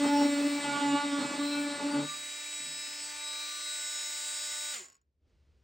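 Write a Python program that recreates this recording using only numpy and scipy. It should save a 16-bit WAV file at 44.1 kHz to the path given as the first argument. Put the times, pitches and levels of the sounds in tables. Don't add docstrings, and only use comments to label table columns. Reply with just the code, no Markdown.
import sys
import numpy as np
from scipy import signal
from scipy.fft import rfft, irfft, next_fast_len
from scipy.io import wavfile

SR = 44100
rng = np.random.default_rng(int(sys.argv[2]) if len(sys.argv) > 2 else 0)


def inscribe(sig):
    pcm = np.round(np.clip(np.atleast_2d(sig).T, -1, 1) * 32767)
    wavfile.write(sys.argv[1], SR, pcm.astype(np.int16))


N = 248327
T = np.arange(N) / SR

# time_s, stroke_hz
MOTOR_SPEED = [(0, 288.8), (.08, 287.6), (.22, 288.7), (.36, 287.9), (.54, 289.8), (.63, 287.6),
               (.74, 286.7), (.8, 288.4), (.915, 285), (1.03, 289.1), (1.13, 286.6), (1.21, 287.6),
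               (1.31, 286.3), (1.58, 291.5), (1.82, 287.5), (1.88, 290.6), (2.0, 289.4), (2.08, 294.9),
               (3.85, 296.15), (4.72, 296.35)]
# time_s, aside
TOOL_POSE = [(3.15, 0.58), (3.3, 0.66), (3.6, 0.68), (3.75, 0.73), (4.1, 0.79), (4.7, 0.82)]
# multiple, pressed_db, free_front_db, free_aside_db
STROKE_HARMONICS = [(1, 14, -1.5, -37), (2, 4, -21.5, -19.5), (3, 1.5, -25.5, -17), (4, -4, -20.5, -21),
                    (5, 2, -24, -11), (6, -6, -6.5, -20.5), (7, -5.5, -24.5, -20), (8, -7, 2.5, -30),
                    (9, -7, -12, -22), (10, -12, -11.5, -28.5), (11, -13, -22.5, -15.5),
                    (12, -11.5, -26, -16), (13, -4, -2, -5), (14, -8.5, -13.5, -18.5), (15, -9, -7, -25.5),
                    (16, -11, -28, -7), (17, -17, -15.5, -16), (18, -10, -14.5, -8), (19, -13, -20.5, -21),
                    (20, -17, -21.5, -19.5), (21, -20, -17, -17), (22, -19.5, -36.5, -25.5),
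                    (23, -21, -29, 1), (24, -14, -23, -17.5), (25, -15, -28.5, -5.5), (26, -7.5, -36, 0.5),
                    (27, -14.5, -11, -6), (28, -7.5, -39.5, -3), (29, -10.5, -32.5, -20.5),
                    (30, -13, -37.5, -9.5), (31, -16, -46, -30), (32, -20, -17, -13.5)]
# centre_s, length_s, multiple, change_db
HARMONIC_SWELLS = [(0.154, 0.17, 3, 7), (0.165, 0.29, 19, 11), (0.513, 0.16, 3, -6), (.45, .3, 7, 3),
                   (.85, 0.52, 10, 4.5), (.87, 0.16, 25, 14), (1.22, 0.27, 13, 2), (1.55, .36, 8, 3),
                   (1.555, 0.3, 9, 6.5), (1.56, 0.45, 11, 7.5), (1.56, 0.46, 14, 9), (1.55, 0.45, 18, 4.5),
                   (1.58, .36, 27, 9), (2.11, 0.14, 4, 16), (2.098, 0.038, 13, 5.5), (2.14, 0.14, 17, 9.5),
                   (2.162, 0.44, 18, -14), (2.33, 0.82, 8, 5.5), (2.328, 0.084, 25, 11),
                   (2.46, .5, 24, 12.5), (2.845, 0.43, 17, 4.5), (3.07, 0.35, 13, -6.5),
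                   (3.037, 0.12, 27, 9), (3.061, 0.23, 16, 6.5), (3.205, 0.78, 3, 7.5), (3.3, 0.3, 13, 3.5),
                   (3.324, 0.27, 6, -16.5), (3.33, 0.35, 17, 8.5), (3.351, 0.52, 8, 12.5),
                   (3.456, 0.82, 23, -16), (3.446, 0.73, 4, 9), (3.526, 0.45, 20, 11.5),
                   (3.56, 0.62, 14, 10.5), (3.6, 0.34, 3, -16.5), (3.697, 0.19, 13, 5.5),
                   (3.7, 0.28, 17, 7), (3.811, 0.42, 26, 6), (3.888, .5, 5, 4), (4.08, 0.65, 18, 3.5)]
# centre_hz, width_hz, gain_db
BOARD_MODES = [(154, 8.5, -11.5), (260, 1.9, 20), (287, 25, 11), (427, 69, -5), (557, 44, -0.5),
               (844, 41, 3), (1090, 160, -9.5)]
# start_s, length_s, stroke_db, octave_db
PAD_GRIPS = [(0, 0.3, -31, -44.5), (.035, 0.023, -34.5, -51.5), (.09, 0.18, -38, -52.5),
             (.2, 0.065, -37.5, -47), (.29, 0.19, -31.5, -44), (.44, 0.043, -34, -54.5),
             (.49, 0.098, -34, -66), (.585, .18, -44, -56), (.815, 0.14, -30, -57.5),
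             (.93, 0.073, -40, -50.5), (1.035, 0.16, -35, -60), (1.125, .03, -38, -60),
             (1.24, 0.016, -38, -50), (1.39, 0.29, -35, -72), (1.7, .035, -41, -60),
             (1.835, 0.23, -41, -59.5), (1.845, 0.055, -34.5, -53), (1.935, 0.08, -35.5, -49)]
# start_s, length_s, level_db, contact_hz
PAD_BITES = [(0.012, 0.27, -44.5, 790), (0.645, 0.097, -41, 865), (0.731, 0.084, -40, 1210),
             (0.81, 0.17, -42, 900), (0.951, 0.1, -37, 1190), (1.064, 0.11, -49.5, 1160),
             (1.8, 0.028, -46.5, 880), (1.937, 0.051, -47, 1400)]
# start_s, length_s, level_db
PAD_CHATTERS = [(.035, 0.049, -42), (.19, 0.065, -44.5), (.38, 0.059, -52), (.61, 0.27, -57),
                (1.195, 0.058, -44), (1.28, 0.11, -51.5), (1.76, 0.2, -55.5), (1.93, 0.11, -50.5)]
# start_s, length_s, level_db
PAD_BOUNCES = [(.13, 0.056, -58.5), (.39, 0.03, -70), (.65, 0.13, -55), (.86, 0.12, -55),
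               (1.22, 0.057, -51.5), (1.97, 0.079, -42.5)]
# start_s, length_s, level_db
PAD_SIZZLES = [(.02, 0.6, -57), (1.41, 0.25, -58)]
# time_s, level_db
SCRAPE_TREBLE = [(0.0, -44), (0.15, -45.5), (0.25, -44.5), (0.4, -44.5), (1.88, -47), (2.0, -47.5)]
# freq_hz, gain_db
GRIT_SPECTRUM = [(200, -24.5), (400, -8.5), (900, 0), (1500, 0), (2500, 2), (3400, -2), (4500, 0),
                 (5400, -4), (6400, -8), (8100, 0), (9200, -8), (9900, -32), (11200, -12.5), (13000, -26.5),
                 (15500, -15)]
# freq_hz, gain_db
SIZZLE_SPECTRUM = [(9300, -30.5), (9600, 1.5), (10200, -18), (11000, 2.5), (12500, -2), (13600, -17.5),
                   (14300, 0), (15400, 8.5)]
# start_s, level_db
CABINET_BUMPS = [(1.83, -51), (2.031, -42), (2.6, -51), (2.666, -49.5), (2.878, -59), (3.01, -59)]
# freq_hz, gain_db
AIR_SPECTRUM = [(100, -20), (300, -6.5), (600, -2), (1200, -1), (1600, 2.5), (2000, -3.5), (2600, 5),
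                (3500, -4), (4500, 3.5), (5900, -0.5), (8000, -14.5), (9400, -30.5), (11000, -17.5),
                (15500, -19.5)]
# freq_hz, gain_db
RATTLE_SPECTRUM = [(500, -43.5), (2000, -5), (4000, -4.5), (5400, -4.5), (6200, -7.5), (7100, -0.5),
                   (8300, -2), (9400, -6), (10300, -33), (12000, -14.5), (14000, -23), (15400, -8.5)]
# start_s, peak_db
STOP_TICKS = [(4.819, -41), (4.844, -40), (4.856, -41), (4.884, -46), (4.9, -47), (4.921, -54),
              (4.928, -49.5), (4.9444, -53), (4.953, -52.5), (4.966, -57), (4.978, -68), (5.015, -66)]
# pitch_hz, gain_db, t60_s
STEEL_MODES = [(1096, -8, 0.05), (2030, -8, 0.02), (2760, -17, .02), (5400, -4, 0.028), (6900, 4, 0.038),
               (7800, 4, 0.015), (8400, -10, 0.023)]
# freq_hz, gain_db
HUM_SPECTRUM = [(25, -29.5), (50, -11), (74, 0.5), (100, -15), (200, -23), (300, -23.5), (450, -24.5),
                (900, -41.5), (2000, -73)]
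# freq_hz, gain_db
HISS_SPECTRUM = [(300, -5), (900, 0), (2500, -0.5), (5000, -4), (8000, -13), (12000, -19)]
# freq_hz, gain_db
TAIL_SIDE_SPECTRUM = [(150, -17), (290, -26), (600, -12), (1500, -1.5), (4000, -51), (8000, -47)]
# freq_hz, left_lead_rad
STEREO_PHASE = [(250, 0), (700, -.3), (1300, -.55), (2000, -.3), (3200, .5), (3900, .12), (5000, .1),
                (7500, 0), (8600, -.35), (9600, -2.2), (15000, -2)]

LIFT_S, LIFT_TIME_S, BOARDS_T60_S = 2.0, 0.088, 0.45
OFF_S, UNLOAD_S, BRAKE_GRAB_S, BRAKE_DECAY_S, FRICTION_HZ = 4.731, 0.026, 0.0119, 0.24, 63.4
SLIDE_BUZZ_DB, SLIDE_CONTACT_HZ = -47, 1057
WHINE_EXPONENT, AIR_EXPONENT, RATTLE_EXPONENT = 3.8, 1.94, 3.16
GEAR_MULTIPLE, SHELL_FRONT_HZ, TOP_HZ = 13, 2310, 15750


def undb(db):
    return np.exp(np.asarray(db) * (np.log(10) / 20))


def unit(x):
    return x / np.sqrt(np.mean(x ** 2))


def curve(points):
    return np.interp(T, *np.transpose(points))


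def ramp(start_s, rise_s):
    return np.clip((T - start_s) / rise_s, 0, 1)


def gate(start_s, length_s, edge_s):
    return ramp(start_s - edge_s / 2, edge_s) - ramp(start_s + length_s - edge_s / 2, edge_s)


def envelope(events, edge_s, floor_db, column=2):
    return undb(floor_db) + sum(undb(row[column]) * gate(row[0], row[1], edge_s) for row in events)


def over_bins(points, size):
    hz, value = np.transpose(points)
    return np.interp(np.log(np.arange(size // 2 + 1) * SR / size + 1), np.log(hz), value)


def colour(x, spectrum):
    size = next_fast_len(N)
    return unit(irfft(rfft(x, size) * undb(over_bins(spectrum, size)), size)[:N])


def noise():
    return rng.standard_normal(N)


def walk(rate_hz):
    steps = rng.standard_normal(4096)
    return 1.2 * np.interp(T * rate_hz, np.arange(len(steps)), steps)


def bell(hz, centre_hz, width_hz):
    return 1 / (1 + (2 * (hz - centre_hz) / width_hz) ** 2)


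def resonate(x, centre_hz, width_hz):
    return signal.lfilter(*signal.iirpeak(centre_hz, centre_hz / width_hz, SR), x)


def ring(x, centre_hz, width_hz, level_db):
    return undb(level_db) * unit(resonate(x, centre_hz, width_hz))


def partial(turns, multiple, scatter=1):
    return np.sqrt(2) * np.cos(2 * np.pi * (multiple * turns + scatter * rng.uniform(-.5, .5)))


def bursts(turns, hz, decay_s, spread_db):
    strength = undb(spread_db * np.clip(rng.standard_normal(4096), -2, 2))
    return unit(np.exp(-(turns % 1) / (hz * decay_s)) * strength[turns.astype(int) % len(strength)])


def swell_db(k):
    return sum(db * np.cos(np.pi * np.clip((T - centre_s) / length_s, -.5, .5))
               for centre_s, length_s, multiple, db in HARMONIC_SWELLS if round(multiple) == k)


def boards(x):
    rung = sum(undb(db) * resonate(x, hz, width_hz) for hz, width_hz, db in BOARD_MODES)
    return signal.sosfilt(signal.butter(4, 135, "high", fs=SR, output="sos"), rung)


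def grip(slip):
    stroke = envelope(PAD_GRIPS, edge_s=0.016, floor_db=-47.5)
    octave = envelope(PAD_GRIPS, edge_s=0.016, floor_db=-45.5, column=3)
    waver = undb(1.3 * walk(45))
    return waver * (stroke * partial(slip, 0.99, scatter=0) + octave * partial(slip, 2, scatter=0.36))


def buzz(turns, slip, bite_db, treble_db):
    bite = undb(SLIDE_BUZZ_DB + bite_db)
    pull = sum((hz - SLIDE_CONTACT_HZ) * undb(db) * gate(start_s, length_s, edge_s=0.012)
               for start_s, length_s, db, hz in PAD_BITES)
    contact_hz = SLIDE_CONTACT_HZ + pull / bite
    stroke_hz = shaft_hz()
    wood = [undb(db + 11 * bell(k * stroke_hz, contact_hz, width_hz=260))
            for k, db, _, _ in STROKE_HARMONICS[2:5]]
    wood_scale = bite / np.sqrt(sum(gain ** 2 for gain in wood))
    pad = [undb(db - 1.74 + treble_db + 0.56 * bite_db * bell(k * stroke_hz, 3000, width_hz=900))
           for k, db, _, _ in STROKE_HARMONICS[5:]]
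    out = 0
    for k, gain in enumerate([gain * wood_scale for gain in wood] + pad, 3):
        waver_db = min(.55 * k, 2.3) * (walk(14) + walk(60))
        tone = partial(turns if k == GEAR_MULTIPLE else slip, k, scatter=min(k / 12, 1))
        out += gain * undb(waver_db + swell_db(k)) * tone
    return out


def bounce(slip, pressed):
    gain = envelope(PAD_BOUNCES, edge_s=0.053, floor_db=-66) * undb(0.6 * walk(25))
    return gain * (partial(slip, .5) + 0.53 * partial(slip, 1.5) * np.sqrt(pressed))


def chatter(turns, hz):
    skips = noise() * bursts(turns, hz, decay_s=0.002, spread_db=2.5)
    return unit(signal.sosfilt(signal.butter(2, 1700, fs=SR, output="sos"), boards(skips)))


def grit(turns, hz):
    return colour(noise() * (1 + .35 * bursts(turns, hz, decay_s=.0011, spread_db=2)), GRIT_SPECTRUM)


def scraping(turns, hz, pressed):
    bite_db = 20 * np.log10(envelope(PAD_BITES, edge_s=0.012, floor_db=SLIDE_BUZZ_DB)) - SLIDE_BUZZ_DB
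    skipping = envelope(PAD_CHATTERS, edge_s=0.057, floor_db=-60)
    treble_db = curve(SCRAPE_TREBLE)
    slip = turns + 0.0042 * walk(110)
    wood = (grip(slip) + buzz(turns, slip, bite_db, treble_db)) * pressed
    wood += bounce(slip, pressed)
    wood += chatter(turns, hz) * skipping * undb(10.5) * np.sqrt(pressed)
    ring_out = undb(-60 * np.maximum(T - LIFT_S - LIFT_TIME_S, 0) / BOARDS_T60_S)
    grit_gain = undb(treble_db + 1.84 + 0.03 * (bite_db - 11)) * (skipping / undb(-52)) ** .1
    return wood * ring_out + grit(turns, hz) * grit_gain * pressed


def sizzle(turns, aside, pressed, speed_db, size=2048):
    rubbing = pressed * envelope(PAD_SIZZLES, edge_s=0.09, floor_db=-75)
    free = (1 - pressed) * undb(-71.5 + 22 * aside + 2 * WHINE_EXPONENT * speed_db)
    slip = turns + .004 * pressed * walk(200)
    multiples = np.arange(size // 2 + 1)
    top = (multiples > len(STROKE_HARMONICS)) & (multiples * MOTOR_SPEED[0][1] < TOP_HZ)
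    wavetables = irfft(top * np.exp(2j * np.pi * rng.random((3, len(multiples)))))
    shares = np.array([walk(7) for _ in wavetables])
    shares /= np.sqrt(np.sum(shares ** 2, axis=0))
    blend = np.sum(wavetables[:, (slip * size).astype(int) % size] * shares, axis=0)
    return colour(blend, SIZZLE_SPECTRUM) * (rubbing + free)


def bumps(t60_s=0.52):
    out, t = np.zeros(N), T[:SR // 2]
    thud = boards(t * np.exp(-t / 0.0023))
    boom = np.sin(2 * np.pi * BOARD_MODES[0][0] * t) * undb(-60 * t / t60_s) * (1 - np.exp(-t / 0.013))
    for start_s, db in CABINET_BUMPS:
        out[int(start_s * SR):][:len(t)] += undb(db) * (thud / np.abs(thud).max() + 0.4 * boom)
    return out


def whine(turns, aside, speed_db):
    level_db = -47.5 + 8 * aside
    unload_db = -12 * ramp(OFF_S, UNLOAD_S)
    out = 0
    for k, _, front_db, aside_db in STROKE_HARMONICS:
        beam_db = (1 - aside) * front_db + aside * aside_db + swell_db(k)
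        sway_db = (1.2 + k / 14) * (1 - .4 * aside) * walk(7)
        rasp_db = 3.5 * bell(k * MOTOR_SPEED[-1][1], SHELL_FRONT_HZ, width_hz=600)
        flutter_db = k / 25 * walk(40) + rasp_db * walk(110)
        fall_db = unload_db * min(k / GEAR_MULTIPLE, 1) ** 2
        fall_db += WHINE_EXPONENT * speed_db * min(0.64 + 0.028 * k, 1.5)
        tone = partial(turns + k % 2 / (4 * k), k, scatter=.72)
        out += undb(level_db + beam_db + sway_db + flutter_db + fall_db) * tone
    return out


def fan_air(turns, hz, aside, speed_db, braking):
    pulsing = 1 + .25 * bursts(turns, hz, decay_s=.0009, spread_db=2.5)
    air = colour(noise() * pulsing, AIR_SPECTRUM) * undb(-51 - 4 * aside + 0.5 * braking)
    vent = ring(noise(), 1500, width_hz=600, level_db=-63) * aside ** 2
    return (air + vent) * undb(AIR_EXPONENT * speed_db)


def rattle(turns, hz, aside, speed_db, braking, ticking_hz=85):
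    brake_gain = undb(6.5 * braking)
    knocks = noise() * bursts(2 * turns, 2 * hz, decay_s=0.0011, spread_db=0.5)
    knocks *= np.clip(hz / ticking_hz - 1, 0, 1)
    drive = colour(knocks, RATTLE_SPECTRUM) * undb(-61 + 21.5 * aside) * brake_gain
    hard_knocks = noise() * bursts(turns, hz, decay_s=.0005, spread_db=3)
    front = (1 - aside) * ring(hard_knocks, SHELL_FRONT_HZ, width_hz=220, level_db=-52)
    side = aside * ring(hard_knocks, 2064, width_hz=170, level_db=-55) * brake_gain
    head = braking * ring(knocks, 7120, width_hz=190, level_db=-46.5) * undb(1.1 * speed_db)
    return (drive + front + side) * undb(RATTLE_EXPONENT * speed_db) + head


def groan(turns, hz, centre_hz=370, width_hz=41):
    shake = (hz / hz.max()) ** 2 * partial(turns, 1.8)
    return undb(-48.5) * resonate(resonate(shake, centre_hz, width_hz), centre_hz, width_hz)


def judder(turns, speed_db, braking):
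    return braking * undb(-61 + 3.9 * speed_db) * partial(turns, 0.96)


def ticks():
    out, t = np.zeros(N), T[:SR // 8]
    for start_s, peak_db in STOP_TICKS:
        steel = sum(undb(db - 60 * t / t60_s) * np.sin(2 * np.pi * (hz * t + rng.random()))
                    for hz, db, t60_s in STEEL_MODES)
        tick = steel + 0.9 * rng.standard_normal(len(t)) * np.exp(-t / 0.0016)
        out[int(start_s * SR):][:len(t)] += undb(peak_db) * tick / np.abs(tick).max()
    return out


def room_hum(rise_at_s=5.18, hum_hz=73):
    hum_db = -77 + 12 * ramp(rise_at_s, .07)
    hiss_db = -101 + 19 * ramp(rise_at_s, .11)
    hum = 0.68 * colour(noise(), HUM_SPECTRUM) + 0.17 * partial(hum_hz * T, 1)
    side = undb(hum_db - 18.5) * colour(noise(), HUM_SPECTRUM)
    hiss = undb(hiss_db) * colour(noise(), HISS_SPECTRUM)
    return stereo(hum * undb(hum_db) + hiss) + np.array([side, -side])


def room_tail(x, t60_s=0.24, mid_db=-13.5):
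    t = T[:SR // 3]
    tails = rng.standard_normal((3, len(t))) * undb(-60 * t / t60_s) * (t > .004)
    tails /= np.sqrt(np.sum(tails ** 2, axis=1, keepdims=True))
    mids = signal.sosfilt(signal.butter(2, [700, 3000], "band", fs=SR, output="sos"), tails[:2])
    side = irfft(rfft(tails[2]) * undb(over_bins(TAIL_SIDE_SPECTRUM, len(t))), len(t)) * (t < t60_s)
    return signal.oaconvolve(x[None], undb(mid_db) * mids + np.array([side, -side]), axes=1)[:, :N]


def stereo(x, left_db=-0.1):
    size = next_fast_len(N + SR // 10)
    lead = undb(left_db / 2) * np.exp(.5j * over_bins(STEREO_PHASE, size))
    return irfft(rfft(x, size) * np.array([lead, 1 / lead]), size)[:, :N]


def shaft_hz():
    decay = np.exp(-np.maximum(T - OFF_S, 0) / BRAKE_DECAY_S)
    return np.maximum((curve(MOTOR_SPEED) + FRICTION_HZ) * decay - FRICTION_HZ, 1)


def scene():
    hz = shaft_hz()
    speed_db = 20 * np.log10(hz / curve(MOTOR_SPEED))
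    pressed = 1 - ramp(LIFT_S, LIFT_TIME_S)
    aside = curve(TOOL_POSE)
    braking = ramp(OFF_S, BRAKE_GRAB_S)
    brake_waver = 0.022 * braking * walk(300)
    load_waver = (0.00018 + 0.0015 * pressed) * walk(30)
    turns = np.cumsum(hz * (1 + load_waver + brake_waver)) / SR
    turning = np.clip((hz - 30) / 60, 0, 1)
    free = whine(turns, aside, speed_db) + groan(turns, hz)
    free += fan_air(turns, hz, aside, speed_db, braking)
    free += rattle(turns, hz, aside, speed_db, braking) + judder(turns, speed_db, braking)
    free *= np.sqrt(1 - pressed) * turning
    contact = scraping(turns, hz, pressed) + bumps() + ticks()
    direct = stereo(free + contact + sizzle(turns, aside, pressed, speed_db))
    return direct + room_tail(undb(5) * free + contact) + room_hum()


def record(dry):
    return signal.sosfilt(signal.ellip(10, .2, 80, TOP_HZ, fs=SR, output="sos"), dry)


dry = scene()
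out = record(dry)
inscribe(out)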